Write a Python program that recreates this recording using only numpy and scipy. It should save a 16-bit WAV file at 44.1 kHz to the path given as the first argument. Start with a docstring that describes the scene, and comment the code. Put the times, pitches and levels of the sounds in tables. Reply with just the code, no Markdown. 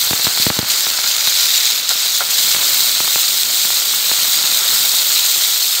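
"""A metal wok with a little hot oil, wet dried fish frying in it, a hand-held microphone close above.
Steam bubbles sizzle throughout: thousands of random damped rings over filtered noise, with sharp spits and
duller pops as filtered impulses. In the first two thirds of a second the microphone's housing is bumped,
heard as contact ticks and damped thuds. Around 2 s fish dropped in by hand taps the pan twice, with a scuff
and a short ring; from 4.4 s on the low simmer under it all fades."""
import sys
import numpy as np
from scipy import signal
from scipy.fft import rfft, irfft, next_fast_len
from scipy.io import wavfile
from scipy.ndimage import map_coordinates

SR = 44100
rng = np.random.default_rng(int(sys.argv[2]) if len(sys.argv) > 2 else 0)


def int16_out(signal):
    """Quantize to a 16-bit WAV file."""
    q = np.round(np.clip(np.atleast_2d(signal).T, -1, 1) * 32767)
    wavfile.write(sys.argv[1], SR, q.astype(np.int16))


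N = 255780
TOP_HZ = 15750  # top of the recorder's band, and of the random bubble pitches


def amp(db):
    """Decibels to gain."""
    return 10 ** (np.asarray(db) / 20)


def unit(x):
    """x at rms 1."""
    return x / np.sqrt(np.mean(x ** 2) + 1e-20)


def curves(rows):
    """One value per sample for each column after the time."""
    s, *columns = np.transpose(rows)
    return [np.interp(np.arange(N) / SR, s, column) for column in columns]


def wobble(rate):
    """A smooth random curve, rate knots a second."""
    knots = rng.standard_normal(int(N * rate / SR) + 4)
    return map_coordinates(knots, [np.arange(N) * rate / SR])


def click(spectrum, size=4096):
    """Minimum-phase pulse: the shortest causal pulse with this (f/Hz, level/dB) spectrum, at peak 1."""
    f, db = np.transpose(spectrum)
    hz = np.fft.rfftfreq(size, 1 / SR)
    level_db = np.interp(np.log(hz + 1), np.log(f), db)
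    cepstrum = irfft(np.log(amp(level_db)))
    # folding the cepstrum forward in time makes the pulse causal
    cepstrum[1:size // 2] *= 2
    cepstrum[size // 2 + 1:] = 0
    pulse = irfft(np.exp(rfft(cepstrum)))
    return pulse / np.abs(pulse).max()


def through(x, response):
    """x played through an impulse response."""
    return signal.fftconvolve(x, response)[:N]


def blows(rows):
    """One impulse for each (t/s, level/dB) row."""
    s, db = np.transpose(rows)
    return np.bincount(np.round(s * SR).astype(int), amp(db), N)


def scattered(per_second, level_db, spread_db):
    """Impulses at random times, of random size within level_db +- spread_db."""
    when, size = rng.random((int(per_second * N / SR), 2)).T
    size_db = level_db + spread_db * (2 * size - 1)
    return np.bincount((when * N).astype(int), amp(size_db), N)


def modes(table, size):
    """Damped sines struck together, at peak 1."""
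    t = np.arange(size) / SR
    ring = sum(amp(db - 60 * t / t60) * np.sin(2 * np.pi * hz * t) for hz, db, t60 in table)
    return ring / np.abs(ring).max()


def bubbles(per_second, spread_db, t60, hz=None, scatter=0, count=180):
    """Bursting bubbles at rms 1: damped rings of random time, size and life, at any pitch or round hz."""
    draws = rng.random((int(per_second * N / SR), 5))
    start, pitch, life, radius, angle = draws.T[:, :, None]
    first = (start * N).astype(int)
    gauss = np.sqrt(-2 * np.log(1 - radius)) * np.cos(2 * np.pi * angle)
    size_db = spread_db * np.minimum(gauss, 2.3)  # a bubble can only grow so big
    if hz is None:
        ring_hz = pitch * TOP_HZ
    else:
        ring_hz = hz[first] * (1 + scatter * (2 * pitch - 1))
    t = np.arange(count) / SR
    decay = amp(-60 * t / (t60 * (.5 + life)))
    rings = amp(size_db) * decay * np.sin(2 * np.pi * ring_hz * t)
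    samples = first + np.arange(count)
    return unit(np.bincount(samples.ravel(), rings.ravel(), N)[:N])


def bowl(x, echo_db, t60):
    """The wok's curved wall scatters sound back within milliseconds; every 20 ms gets a new random echo."""
    t = np.arange(SR // 50) / SR
    out = np.zeros(N + SR)
    for i in range(0, N, len(t)):
        echo = rng.standard_normal(len(t)) * amp(-60 * t / t60) * (t > .0003)
        answer = signal.fftconvolve(x[i:i + len(t)], echo / np.linalg.norm(echo))
        out[i:i + len(answer)] += answer
    return x + amp(echo_db) * out[:N]


# modes of the metal wok: f/Hz, relative level/dB, t60/s
WOK_MODES = [(495, -1, 0.37), (760, -5, 0.56), (872, 1.5, 0.34), (1310, -26, 0.23), (1404, 7.5, 0.26),
             (1494, 6, 0.19), (2200, 6.5, 0.17), (2640, 6.5, 0.2)]


def wok_ring():
    """The pan's ring, damped by oil and food."""
    return modes(WOK_MODES, size=SR // 4)


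# share of the full-pan sound: t/s, share (0-1)
PAN_FULLNESS = [(0, 1), (1.2, 0), (2.2, 0.3), (2.4, 0.9), (5.8, 1)]


def fullness():
    """How far the sound is that of a full pan, 0 to 1."""
    return np.clip(curves(PAN_FULLNESS)[0], 0, 1)


# course of the coarse bubbling under the fish: t/s, level/dB before its wobble
BUBBLING_LEVEL = [(0, -31.5), (.4, -30.5), (1.5, -31), (2.1, -33.5), (2.6, -29.5), (3.75, -33.5),
                  (4.1, -31), (4.85, -30), (5.3, -33), (5.8, -33)]
# colour of that bubbling: f/Hz, relative level/dB
SPUTTER_COLOUR = [(30, -89), (120, -21), (300, -4), (600, 1), (900, 2), (1400, 6), (1800, 4.5), (2250, 5),
                  (2700, -0.5), (3300, 5.5), (5000, -43)]
# colour of the low simmer: f/Hz, relative level/dB
SIMMER_COLOUR = [(10, -72), (25, -31), (50, -22), (80, -1), (115, 2), (170, 2), (260, 0.5), (400, -0.5),
                 (900, -32), (3000, -73)]
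SIMMER_DB, SIMMER_FULL_DB = -20, 3.5  # against the bubbling; its gain in a full pan
FADE_START_S, FADE_DB_PER_S = 4.4, 3.5  # the simmer fades once the last handful is in


def sputter():
    """Coarser, sparser bubbling under the fish keeps the pan faintly ringing, over a low simmer."""
    sputter_db = curves(BUBBLING_LEVEL)[0] + 0.52 * wobble(9)
    fade_db = FADE_DB_PER_S * np.maximum(np.arange(N) / SR - FADE_START_S, 0)
    simmer_db = sputter_db + SIMMER_DB + SIMMER_FULL_DB * fullness() - fade_db

    ticks = bubbles(per_second=650, spread_db=5.5, t60=0.00032)
    fine_ticks = bubbles(per_second=3000, spread_db=5, t60=0.00016)
    bursts = ticks + amp(-3) * fine_ticks + amp(1.0) * rng.standard_normal(N)
    coarse = unit(through(bursts, click(SPUTTER_COLOUR)))
    coarse = coarse + amp(-9) * unit(through(bursts, wok_ring()))

    rumble = rng.standard_normal(N) * amp(2.5 * wobble(40))
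    simmer = unit(through(rumble, click(SIMMER_COLOUR)))
    return amp(sputter_db) * coarse + amp(simmer_db) * simmer


# bumps on the microphone's housing: t/s, relative thud level/dB, relative tick level/dB
HOUSING_BUMPS = [(0.109, -11.5, -12), (0.132, -13.5, -8.5), (0.246, -24, -30), (0.269, -11.5, -8.5),
                 (0.398, -18.5, -28), (.466, -4.5, -9), (0.5018, -8.5, -6), (.5672, -25, -19),
                 (0.5892, -5.5, -11.5), (0.628, -16, -19)]
# heavily damped modes of the housing: f/Hz, relative level/dB, t60/s
HOUSING_MODES = [(126, -2, 0.028), (213, 1, 0.025), (302, -6.5, 0.032), (445, -13, 0.051), (614, -16, .03)]
RECOIL_S, RECOIL_DB = .0032, -8  # typical delay of the housing's second touch, and its level


def bumps():
    """Handling of the microphone: a contact tick and its recoil, with a low thud as its housing gives."""
    rows = np.array(HOUSING_BUMPS)
    pushes = blows(rows[:, :2] + [.001, 0])  # the housing gives 1 ms after contact
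    thuds = through(pushes, modes(HOUSING_MODES, size=SR // 20))
    bass_cut = signal.butter(2, 85, "highpass", fs=SR, output="sos")
    tick = click([(40, -19), (300, -13), (800, 3.5), (1500, 0.5), (2600, -3.5), (4000, -10.5),
                  (7000, -20), (14000, -38)])
    contacts = rows[:, ::2]
    delay_factors = rng.uniform(0.48, 1.3, len(rows))
    recoils = contacts + np.outer(delay_factors, [RECOIL_S, 0]) + [0, RECOIL_DB]
    ticks = through(blows(contacts) + blows(recoils), tick)
    return amp(0.6) * signal.sosfilt(bass_cut, thuds) + amp(6.5) * ticks


# light taps of fish on the pan: t/s, relative level/dB
PAN_TAPS = [(1.9064, -23.5), (2.2064, -17)]


def taps():
    """A light blow on the pan: a tick, a brief scuff as the piece slides, and a short metallic ring."""
    hits = blows(PAN_TAPS)
    tick = click([(60, -42), (300, -9), (650, 5.5), (1300, 5), (2200, -2.0), (3000, -16), (8000, -25)])
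    t = np.arange(SR // 10) / SR
    slide = amp(-60 * t / .085)
    scuff = through(hits, rng.standard_normal(len(t)) * slide)
    contact = through(amp(4.0) * hits + amp(-13.0) * scuff, tick)
    return contact + amp(-1) * through(hits, wok_ring())


# larger steam pockets opening: t/s, relative snap level/dB, relative low push level/dB
STEAM_POPS = [(0.1958, -16, -26), (0.3753, -12, -37), (0.868, -12, -23), (0.9887, -12.5, -43),
              (1.2753, -10, -25), (2.5483, -11, -24.5), (2.5647, -16, -24), (2.585, -20, -29),
              (3.0039, -9, -17.5), (3.0778, -12.5, -31), (3.1588, -7.5, -20), (3.6514, -16.5, -25),
              (3.704, -13, -37), (4.115, -9.5, -21.5), (4.2794, -24, -26), (5.4815, -21, -33)]
# colour of the dry snap: f/Hz, relative level/dB
SNAP_COLOUR = [(20, -34), (100, 0.5), (400, 4), (900, 12.5), (1500, 10), (2500, 10), (5000, -26),
               (12000, -50)]
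SMALL_POPS_PER_S, SMALL_POP_DB, SMALL_POP_SPREAD_DB = 4, -20.5, 2.5
SMALL_PUSH_DB = -14.5  # push impulse against the snap impulse of a small pop


def pops():
    """Steam pockets open with a dry snap and a low push that barely ring the pan."""
    rows = np.array(STEAM_POPS)
    small = scattered(SMALL_POPS_PER_S, SMALL_POP_DB, SMALL_POP_SPREAD_DB)
    snaps = blows(rows[:, :2]) + small
    pushes = blows(rows[:, ::2] + [.001, 0]) + amp(SMALL_PUSH_DB) * small  # listed pushes lag by 1 ms
    snap = bowl(through(snaps, click(SNAP_COLOUR)), echo_db=-9, t60=.014)
    push = click([(20, -20), (70, -5), (150, 2.5), (330, 4.0), (600, -13), (2000, -33)])
    ring = through(snaps, wok_ring())
    return amp(2.5) * snap + amp(-1.0) * through(pushes, push) + amp(-41) * ring


# loudest water drops bursting in the oil: t/s, relative level/dB
WATER_SPITS = [(.2453, 2), (.3738, 0), (.5908, 3.5), (.7167, 1), (.8076, 3.5), (.9019, -3), (.9748, -0.5),
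               (1.1654, 1.5), (1.2071, 0), (1.6653, -4), (1.8921, 7), (2.0605, -2), (2.5145, 3),
               (3.4331, 4), (5.254, 2), (5.7515, 2)]
SMALL_SPITS_PER_S, SMALL_SPIT_DB, SMALL_SPIT_SPREAD_DB = 7, -4.5, 2


def spits():
    """A water drop explodes: one sharp crack with the sizzle's colour and a quick echo off the pan."""
    drops = blows(WATER_SPITS) + scattered(SMALL_SPITS_PER_S, SMALL_SPIT_DB, SMALL_SPIT_SPREAD_DB)
    cracks = through(drops, click(SIZZLE_COLOUR) + amp(-3) * click(FIZZ_COLOUR))
    return amp(-2) * bowl(cracks, echo_db=0, t60=.006)


# slow course of the boil: t/s, relative level/dB
BOIL_LEVEL = [(0, -16), (0.3, -18.5), (0.45, -17), (0.95, -17.5), (1.33, -16), (1.45, -13.5), (1.75, -15.5),
              (2.2, -15), (2.8, -14.5), (3.0, -15.5), (3.35, -14.5), (3.75, -15.5), (4.9, -14),
              (5.5, -15.5), (5.8, -16)]
# moisture meets the oil and the sizzle flares up: t/s, rise/dB
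MOISTURE_FLARES = [(.245, 3), (.425, 4), (.705, 6), (.78, 3), (1.08, 3), (1.265, 2), (2.385, 2.5),
                   (2.51, 2.5), (3.205, 1.5), (5.25, 1), (5.745, 1.5)]
FLARE_ATTACK_S, FLARE_DECAY_S = 0.01, 0.026  # time constants
# the sizzle dips briefly: start t/s, end t/s, depth level/dB
SIZZLE_LULLS = [(0.488, 0.678, 3.5), (1.81, 1.88, 5), (2.08, 2.135, 2), (2.218, 2.296, 3.5),
                (3.424, 3.53, 3)]
LULL_EDGE_S = .02


def boil():
    """Course of the sizzle in dB: a slow curve, flares that rise fast and settle, and brief lulls."""
    t = np.arange(N) / SR
    level_db, = curves(BOIL_LEVEL)
    for s, rise_db in MOISTURE_FLARES:
        distance = np.maximum((s - t) / FLARE_ATTACK_S, (t - s) / FLARE_DECAY_S)
        level_db = level_db + rise_db * np.exp(-distance)
    for start, end, depth_db in SIZZLE_LULLS:
        inside = np.minimum(t - start, end - t) / LULL_EDGE_S
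        level_db = level_db - depth_db * np.clip(.5 + inside, 0, 1)
    return level_db


# colour of the sizzle in a full pan: f/Hz, relative level/dB
SIZZLE_COLOUR = [(100, -101), (900, -37), (2000, -15), (2800, -10), (3300, -4.5), (3700, -1), (4250, -.5),
                 (4800, -2.5), (5700, -6.5), (6800, -3.5), (8000, -5), (9200, -10.5), (10500, -32),
                 (13000, -34)]
# colour of the sizzle with only a few pieces in the oil: f/Hz, relative level/dB
FEW_PIECES_COLOUR = [(100, -85), (900, -37), (1500, -17.5), (2200, -11), (2800, -9), (3300, -5.5),
                     (3750, -2), (4300, -2.5), (4800, -1.5), (5600, -5.5), (7000, -3.5), (8000, -9.5),
                     (9200, -12.5), (10500, -25), (13000, -40.5)]
# colour of the fine spray: f/Hz, relative level/dB
FIZZ_COLOUR = [(100, -100), (5000, -24), (8000, -1), (9500, -7.5), (10900, -9), (12000, -4.5), (13000, 1),
               (14200, 1.5), (15700, 0)]
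# the bubbles that ring longest: t/s, centre f/Hz, relative level/dB
BUBBLE_RINGS = [(0, 4220, -2.5), (.45, 4250, -2), (.8, 4320, -6.5), (1.6, 3920, -2.5), (2.6, 4100, -7.5),
                (5.8, 3920, -7.5)]
FIZZ_DB, FIZZ_FULL_DB = -5, 2.5  # fine spray against the boil's course; its gain in a full pan


def sizzle():
    """Dense bubble bursts in little flurries over a hiss of steam; the smallest fizz, more in a full pan."""
    full = fullness()
    boil_db = boil() + 0.47 * wobble(18)
    fizz_db = boil_db + FIZZ_DB + FIZZ_FULL_DB * full + .5 * wobble(11)
    pitch_hz, ring_db = curves(BUBBLE_RINGS)
    flurry = wobble(110)

    crackle = bubbles(per_second=5000, spread_db=4.0, t60=0.00078)
    crackle = unit(bowl(crackle, echo_db=-5, t60=0.01))
    bursts = crackle + amp(-1.0) * rng.standard_normal(N)
    few_pieces = through(bursts, click(FEW_PIECES_COLOUR))
    full_pan = through(bursts, click(SIZZLE_COLOUR))
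    body = unit((1 - full) * few_pieces + full * full_pan)

    ringing = bubbles(per_second=900, spread_db=7.5, t60=0.0062, hz=pitch_hz, scatter=0.063, count=400)
    ringing = unit(through(ringing, click(SIZZLE_COLOUR)))

    mist = bubbles(per_second=1800, spread_db=3.5, t60=0.0017)
    hiss = amp(4.5) * rng.standard_normal(N)
    spray = unit(through(crackle + amp(1.0) * mist + hiss, click(FIZZ_COLOUR)))

    sizzling = amp(boil_db - 1.36 + 0.54 * flurry) * (body + amp(ring_db - 2.0) * ringing)
    return sizzling + amp(fizz_db + 0.51 * flurry) * spray


def scene():
    """Everything at one close microphone."""
    return (sputter() + bumps() + taps() + pops() + spits() + sizzle())[None]


def record(dry):
    """The recorder rounds off the highest peaks and keeps only its band, without the deepest bass."""
    held = dry / (1 + np.abs(dry) ** 12) ** (1 / 12)
    size = next_fast_len(N + SR // 2)
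    hz = np.fft.rfftfreq(size, 1 / SR)
    bass_cut = (1j * hz / (1j * hz + 38)) ** 2  # two gentle high-passes at 38 Hz
    return irfft(rfft(held, size) * bass_cut * (hz < TOP_HZ), size)[:, :N]


dry = scene()
out = record(dry)
int16_out(out)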